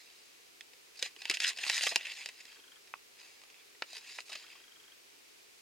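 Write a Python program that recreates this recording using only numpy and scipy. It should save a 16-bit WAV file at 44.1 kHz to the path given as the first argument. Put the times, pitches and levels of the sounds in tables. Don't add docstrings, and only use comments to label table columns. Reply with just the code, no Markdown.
import sys
import numpy as np
from scipy import signal
from scipy.fft import rfft, irfft
from scipy.io import wavfile
from scipy.ndimage import uniform_filter1d

SR = 44100
rng = np.random.default_rng(int(sys.argv[2]) if len(sys.argv) > 2 else 0)


def int16_out(signal):
    q = np.round(np.clip(np.atleast_2d(signal).T, -1, 1) * 32767)
    wavfile.write(sys.argv[1], SR, q.astype(np.int16))


N = 247401


def gain_of(db):
    return 10 ** (np.asarray(db) / 20)


def evened(x):
    return x / np.sqrt(np.mean(x ** 2) + 1e-20)


def read(points, hz):
    table_hz, value = np.transpose(points)
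    return np.interp(np.log(hz + 1), np.log(table_hz + 1), value)


def shaped(x, points):
    return irfft(rfft(x) * gain_of(read(points, np.fft.rfftfreq(N, 1 / SR))), N)


def add(mix, s, sound):
    part = mix[..., round(s * SR):][..., :sound.shape[-1]]
    part += sound[..., :part.shape[-1]]


def ring(hz, t60):
    t = np.arange(1024) / SR
    wave = np.sin(2 * np.pi * hz * t) * gain_of(-60 * t / t60)
    return wave / np.linalg.norm(wave)


# (frequency [Hz], width [Hz], lift [dB])
CAVITIES = [(1949, 113, 5), (2650, 440, 7), (3990, 1400, 3), (4986, 290, 4.5), (6800, 2500, 8),
            (9190, 920, 6)]


def lifts(hz):
    return sum(lift / (1 + (2 * (hz - f) / width) ** 2) for f, width, lift in CAVITIES)


def colour(points, size=2048):
    hz = abs(np.fft.fftfreq(size, 1 / SR))
    log_gain = np.log(gain_of(read(points, hz) + lifts(hz)))
    phase = -signal.hilbert(log_gain).imag
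    response = np.fft.ifft(np.exp(log_gain + 1j * phase)).real[:size // 2]
    return response / np.linalg.norm(response)


# (frequency [Hz], relative level per Hz [dB])
HISS_COLOUR = [(12, -33), (20, -17.5), (177, -17.5), (410, -2.5), (624, -12), (678, -10), (780, -11.5),
               (1440, -10.5), (2080, -6.5), (2320, -4), (3340, -7), (4810, -6.5), (16000, -18.5)]
# (frequency [Hz], level [dB])
HISS_WIDTH = [(60, 5), (150, 6), (380, 2.5), (950, 4.5), (2380, 0.5), (5980, -1.5), (15000, -2)]
HISS_DB = -62


def hiss():
    cavities = gain_of(0.08 * lifts(np.fft.rfftfreq(N, 1 / SR)))
    noises = rng.standard_normal((2, N))
    mid, side = (shaped(irfft(rfft(noise) * cavities, N), HISS_COLOUR) for noise in noises)
    side = shaped(side, HISS_WIDTH)
    return gain_of(HISS_DB) / mid.std() * np.array([mid + side, mid - side])


def echoes(x, first, t60):
    at = np.arange(round(first * SR), 6000, 20)
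    copies = np.zeros(6020)
    signs = rng.choice([-1., 1.], len(at))
    copies[at + rng.integers(0, 20, len(at))] = signs * gain_of(-60 * at / SR / t60)
    return signal.oaconvolve(x, copies / np.linalg.norm(copies))[:N]


# (frequency [Hz], level [dB])
NEAR_COLOUR = [(60, -10), (150, 5), (380, -22), (950, -7.5), (2380, -21), (5980, -3), (15000, -31)]


def near_echoes(middle):
    turns_per_s = 7.0
    turn = 2 * np.pi * (np.arange(N) / SR * turns_per_s + np.arange(3)[:, None] / 3)
    weights = (2 / 3) ** .5 * np.cos(turn)
    near = sum(echoes(middle * weight, 0.00032, t60=0.003) for weight in weights)
    return shaped(near, NEAR_COLOUR) * [[1], [-1]]


# (first step [s], last step [s], level before the left-right gain [dB])
FOCUS_RUNS = [(2.4784, 2.7592, -44), (4.4392, 4.9184, -44)]
# (frequency [Hz], relative level per Hz [dB])
GEAR_COLOUR = [(700, -15.5), (1100, -2), (1560, 6), (2300, -11), (3000, -23)]
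GEAR_DB = -18
STEP_S = 0.03995
BARREL_HZ, BARREL_T60 = 3210, 0.025


def lens():
    out, t = np.zeros(N), np.arange(3000) / SR
    gear_filter = colour(GEAR_COLOUR)
    steps = [(s, db) for first, last, db in FOCUS_RUNS
             for s in np.arange(first, last + STEP_S / 2, STEP_S)]
    for (s, db), noise in zip(steps, rng.standard_normal((len(steps), len(t)))):
        barrel_hz = BARREL_HZ * (1 + 0.0049 * noise[0])
        barrel = gain_of(-60 * t / BARREL_T60) * np.sin(2 * np.pi * barrel_hz * t)
        gear_gain = gain_of(GEAR_DB + 3.1 * noise[1] - 60 * t / 0.097)
        gear = gear_gain * signal.fftconvolve(noise, gear_filter)[:len(t)]
        rise = 1 - np.exp(-t / 0.0023)
        add(out, s, gain_of(db + 1.3 * noise[2]) * (barrel + gear) * rise)
    return out * gain_of([[1.4], [-1.4]])


# (time [s], peak level before the bass cut [dB], strongest [Hz],
# bass [dB], top limit [Hz], level there [dB], treble [dB], rattle [dB], rattle fade by 60 dB [s])
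TAP_BLOWS = [(2.939, -26, 1110, -18.5, 2930, -13.5, -44, -7, 0.023),
             (3.8221, -19, 1860, -7, 3020, -4.5, -16, 7, 0.024),
             (4.187, -28, 1520, -2.5, 2600, 2, -21, 2.5, 0.027)]


def taps():
    out, t = np.zeros(N), np.arange(2500) / SR
    for row, noise in zip(TAP_BLOWS, rng.standard_normal((len(TAP_BLOWS), len(t)))):
        s, db, peak_hz, bass_db, top_hz, top_db, treble_db, rattle_db, t60 = row
        rattle = noise * gain_of(-60 * t / t60)
        blow = (t == 0) + gain_of(rattle_db) * rattle / np.linalg.norm(rattle)
        tone = [(100, bass_db - 11), (450, bass_db), (peak_hz, 0), (top_hz, top_db),
                (1.74 * top_hz, treble_db), (16000, treble_db - 44.0)]
        tap = signal.fftconvolve(blow, colour(tone))
        add(out, s, gain_of(db) * tap / abs(tap).max())
    return out


def drift(seconds):
    size = max(round(seconds * SR), 1)
    return evened(uniform_filter1d(uniform_filter1d(rng.standard_normal(N), size), size))


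def patchy(x, db):
    z = signal.stft(x, nperseg=256, noverlap=192)[2]
    field = uniform_filter1d(rng.standard_normal(z.shape), size=2, axis=0)
    field = uniform_filter1d(uniform_filter1d(field, size=20, axis=1), size=20, axis=1)
    return signal.istft(z * gain_of(db * evened(field)), nperseg=256, noverlap=192)[1][:N]


# (frequency [Hz], relative level per Hz [dB])
BOOM_COLOUR = [(60, -25), (200, -15), (400, -9.5), (780, 6.5), (1200, 5), (1500, -29), (2500, -80)]
BODY_COLOUR = [(800, -39), (1300, -11.5), (1700, -2), (3000, -3), (3600, -4), (5000, -61.5)]
CRISP_COLOUR = [(2200, -53), (3200, -26.5), (3700, 0.5), (5300, -3), (6000, -18), (8000, -61.5)]
EDGE_COLOUR = [(4000, -42), (5700, -4), (6600, 0.5), (9000, -5), (12000, -9), (16000, -25)]
PAPER_COLOURS = (BOOM_COLOUR, BODY_COLOUR, CRISP_COLOUR, EDGE_COLOUR)
# (frequency [Hz], fade by 60 dB of each of two rings in a row [s], level against the slide [dB])
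NARROW_BANDS = [(2680, 0.0058, -8), (4967, .005, -7.5)]
NARROW_TOP_DB = -59
SLIDE_BOOM_DB, BOOM_SINK = -19.5, 0.31
SLIDE_CRISP_DB, SLIDE_EDGE_DB = -0.5, -4.5
# (time [s], level of the body range before the bass cut [dB], brightness [dB])
SLIDE_MOVES = [
    [(0.0, -67, 0.5), (0.307, -73, 2), (0.5, -82, 2)],
    [(0.93, -79, -3), (0.96, -64.5, 5), (0.994, -71, -6), (1.03, -47.5, -2.5), (1.06, -45, -1.5),
     (1.082, -57, -1), (1.139, -78, 0)],
    [(1.14, -92, 0), (1.203, -56.5, -0.5), (1.241, -59, -4), (1.289, -49.5, -8), (1.329, -49, -8),
     (1.387, -62, 4), (1.413, -42.5, -3.5), (1.449, -33.5, -10.5), (1.49, -38, 3.5), (1.512, -44, -7),
     (1.56, -59, -2)],
    [(1.561, -56, 1), (1.632, -43, -3.5), (1.72, -41, 0), (1.772, -37.5, 0.5), (1.792, -39, -1.5),
     (1.804, -46, 2), (1.822, -38, -0.5), (1.902, -44.5, 4.5), (1.94, -46, -4.5), (1.987, -57, -1)],
    [(1.988, -48.5, -8), (2.063, -48.5, -7.5), (2.113, -45.5, -6.5), (2.147, -58, 4), (2.213, -48, -4),
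     (2.341, -69, 2.5), (2.409, -58, -5), (2.44, -67, 1), (2.518, -57.5, -2), (2.618, -76, 1)],
    [(3.141, -88, -2), (3.199, -58.5, -2), (3.3, -65, -1), (3.476, -74, -7), (3.572, -66, -16),
     (3.636, -70, -12)],
    [(3.859, -69, 4), (3.983, -51.5, 3), (4.001, -65.5, 2), (4.049, -56, -2), (4.175, -59.5, 6),
     (4.222, -67, 7), (4.248, -85, 0)],
    [(4.249, -83, 0), (4.262, -68.5, 10), (4.312, -55, -5), (4.328, -48, -7), (4.348, -51.5, -7),
     (4.392, -58.5, -0.5), (4.534, -61.5, -4.5), (4.659, -72, -10)],
]


def slides():
    t, levels = np.arange(N) / SR, np.full((4, N), -150.)
    for rows in SLIDE_MOVES:
        s, db, bright_db = np.transpose(rows)
        now = (t >= s[0]) & (t < s[-1])
        boom_db = SLIDE_BOOM_DB - BOOM_SINK * (db + 46.5)
        ranges_db = (boom_db, 0, SLIDE_CRISP_DB + bright_db, SLIDE_EDGE_DB + bright_db)
        for level, more in zip(levels, ranges_db):
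            level[now] = np.interp(t[now], s, db + more)
    body_db = levels[1]
    cracks = gain_of(4 * np.minimum(rng.exponential(1, N), 5))
    cracks = cracks * (rng.random(N) < 900 / SR) * rng.choice([-1, 1], N)
    hard = np.clip((body_db + 56) / 22, .1, 1)
    slips = rng.standard_normal(N) + 0.77 * hard * evened(cracks)
    slips = patchy(slips * gain_of(2.1 * drift(0.0032)), db=2.4)
    narrow = np.zeros(N)
    for hz, t60, db in NARROW_BANDS:
        band = np.convolve(ring(hz, t60), ring(hz, t60))
        narrow += gain_of(db) * evened(signal.oaconvolve(slips, band)[:N])
    out = gain_of(np.minimum(body_db, NARROW_TOP_DB)) * narrow
    for points, level in zip(PAPER_COLOURS, levels):
        out += gain_of(level) * evened(signal.oaconvolve(slips, colour(points))[:N])
    return out


DRY_DB, SCRAPE_DB = 7.5, 13
DRY_RISE_S, SCRAPE_RISE_S = .00009, 0.0017
CRACKLE_T60, T60_GROWTH = .022, 0.38
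CRACKLE_HOLD = 1.35
EDGE_T60, EDGE_GROWTH = 0.069, 0.068
SNAP_EDGE_DB = -1
SNAP_PAN_DB, SNAP_PAN_SPREAD_DB = -1, 1
# (time [s], peak level of the body range before pan and bass cut [dB], panel ring [Hz],
# sheet ring [Hz], boom [dB], brightness [dB], crackle [dB])
CREASE_SNAPS = [(0.6089, -36, 3170, 1110, -25, -4.5, -2), (0.7341, -49.5, 2690, 520, -12, -2, 2),
                (0.9718, -55, 4570, 1160, -18, 8, 18), (0.991, -45, 4560, 730, -12, 6, 14),
                (1.0257, -23.5, 2300, 540, -15, 0.5, 5), (1.0609, -31.5, 3130, 1140, -14.5, -12, 2),
                (1.1634, -40.5, 2870, 387, -14, -7, 1), (1.2186, -35, 4300, 830, -21, -3.5, 2.5),
                (1.2545, -24, 2520, 910, -22, -9, -1), (1.2982, -20.5, 2410, 400, -18, 0.5, 3.5),
                (1.311, -23, 2800, 1300, -13, -2, 5), (1.3377, -28, 3140, 703, -30, -2, 23.5),
                (1.3708, -23.5, 2650, 1030, -38, -10, 0.5), (1.4023, -23, 3100, 999, -53, -2.5, 3),
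                (1.4391, -34, 2750, 920, -48, 4.5, 11), (1.4753, -34, 3990, 760, -22, 4, 20),
                (1.4995, -28, 2640, 756, -27, -1, -1), (1.5729, -41.5, 2700, 840, -13.5, 2.5, 3),
                (1.5856, -33, 2860, 867, -23, -5, 10.5), (1.6354, -28.5, 4100, 770, -14.5, -9.5, 11),
                (1.666, -27.5, 4240, 1120, -8, -8, -4), (1.6913, -27, 4130, 850, -36, -5, 20),
                (1.698, -16.5, 4130, 840, -17, -4.5, -0.5), (1.778, -25, 2610, 904, -30, -19, -1),
                (1.8098, -23.5, 2760, 746, -24, -9, 1), (1.8307, -27.5, 2740, 780, -15.5, -4.5, 17),
                (1.867, -19.5, 3100, 1210, -12, -8, 10), (1.914, -30.5, 2680, 783, -14.5, -14, 1),
                (1.9205, -33.5, 1960, 690, -2, -10, 3), (1.959, -13, 2650, 760, -17, -3, 1),
                (2.01, -30.5, 2640, 1080, -35, -21, -3), (2.0503, -30.5, 2600, 1020, -47, -13, 14),
                (2.0689, -29, 2600, 606, -40, -12.5, 4), (2.2597, -27, 2030, 790, -19.5, -1, -4.5),
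                (2.2886, -33.5, 2410, 1020, -20, -3.5, 5.5), (2.4006, -45.5, 4800, 1240, -23, -5, 19),
                (2.4539, -45, 2470, 462, -14, 3, -2), (2.587, -54, 3200, 405, 0, -9, 14),
                (2.874, -48.5, 3600, 433, -21, -2.5, 1), (3.4166, -47, 1970, 1110, -7, -3, -2),
                (3.436, -47.5, 2930, 1130, -6.5, -4, 2.5), (3.501, -45.5, 2480, 1120, -20, -8, 5),
                (3.5433, -46, 2680, 888, -33, -16, 1), (3.7483, -51.5, 2110, 444, -9, -16, 6),
                (3.9309, -45, 4470, 740, -4.5, 7, -6), (3.9566, -41, 2000, 999, -10, -16, -8),
                (3.9673, -40.5, 2530, 423, -14.5, -2, 7), (4.125, -45, 2550, 719, -23, -17, 0),
                (4.2047, -36, 2560, 740, -24, -2, 2.5), (4.293, -45.5, 2420, 1200, -2.5, 3, 22),
                (4.319, -40, 2380, 830, -10, -5, 10), (4.3287, -36, 1840, 1150, -28, -2, 11),
                (4.3532, -35.5, 1860, 1250, -9.5, -2.5, 10.5), (4.553, -52.5, 3100, 1130, -1, -11, 7.5)]


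def snaps():
    out, t = np.zeros((2, N)), np.arange(3500) / SR
    boom, body, crisp, edge = (colour(points) for points in PAPER_COLOURS)
    for row, noise in zip(CREASE_SNAPS, rng.standard_normal((len(CREASE_SNAPS), len(t)))):
        s, db, panel_hz, sheet_hz, boom_db, bright_db, crackle_db = row
        soft = np.clip((crackle_db - DRY_DB) / (SCRAPE_DB - DRY_DB), 0, 1)
        rise = DRY_RISE_S * (SCRAPE_RISE_S / DRY_RISE_S) ** soft
        t60 = CRACKLE_T60 * gain_of(T60_GROWTH * crackle_db)
        crackle = noise * gain_of(-60 * (t / t60) ** CRACKLE_HOLD) * (1 - np.exp(-t / rise))
        burst = (t == 0) + gain_of(crackle_db) * crackle / np.linalg.norm(crackle)
        edge_burst = burst * gain_of(-60 * (1 - soft) * t / EDGE_T60)
        panel = .6 * ring(panel_hz, t60=.009)
        low = panel_hz < 3400
        sheet = ring(sheet_hz, t60=15 / sheet_hz)
        tones = (0.4 * boom + sheet, body + low * panel, crisp + (1 - low) * panel, edge)
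        drives = (burst, burst, burst, edge_burst)
        parts = [signal.fftconvolve(drive, tone) for drive, tone in zip(drives, tones)]
        edge_db = bright_db + SNAP_EDGE_DB + EDGE_GROWTH * (db + 16)
        ranges_db = (boom_db, 0, bright_db, edge_db)
        snap = sum(gain_of(db + more) * p / abs(p).max() for p, more in zip(parts, ranges_db))
        pan_db = SNAP_PAN_DB + SNAP_PAN_SPREAD_DB * noise[0]
        add(out, s, snap * gain_of([[pan_db / 2], [-pan_db / 2]]))
    return out


LOW_CUT_HZ = 335
LAG_S = 1.6e-5


def scene():
    sheet = slides() + snaps() + taps()
    paper = signal.lfilter(*signal.butter(2, LOW_CUT_HZ, "high", fs=SR), sheet)
    middle = paper.mean(0)
    lag = np.exp(-2j * np.pi * np.fft.rfftfreq(N, 1 / SR) * LAG_S)
    paper[1] = irfft(rfft(paper[1]) * lag, N)
    wall = gain_of(-23.5) * np.roll(paper[::-1], round(0.01 * SR), axis=1)
    room = gain_of(-17.0) * np.array([echoes(middle, 0.014, t60=0.057) for _ in range(2)])
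    return paper + near_echoes(middle) + wall + room + lens() + hiss()


EDGE_HZ = 16050


def record(dry):
    band_limit = signal.firwin(511, EDGE_HZ, window=("kaiser", 9), fs=SR)
    return signal.oaconvolve(dry, band_limit[None], "same")


dry = scene()
out = record(dry)
int16_out(out)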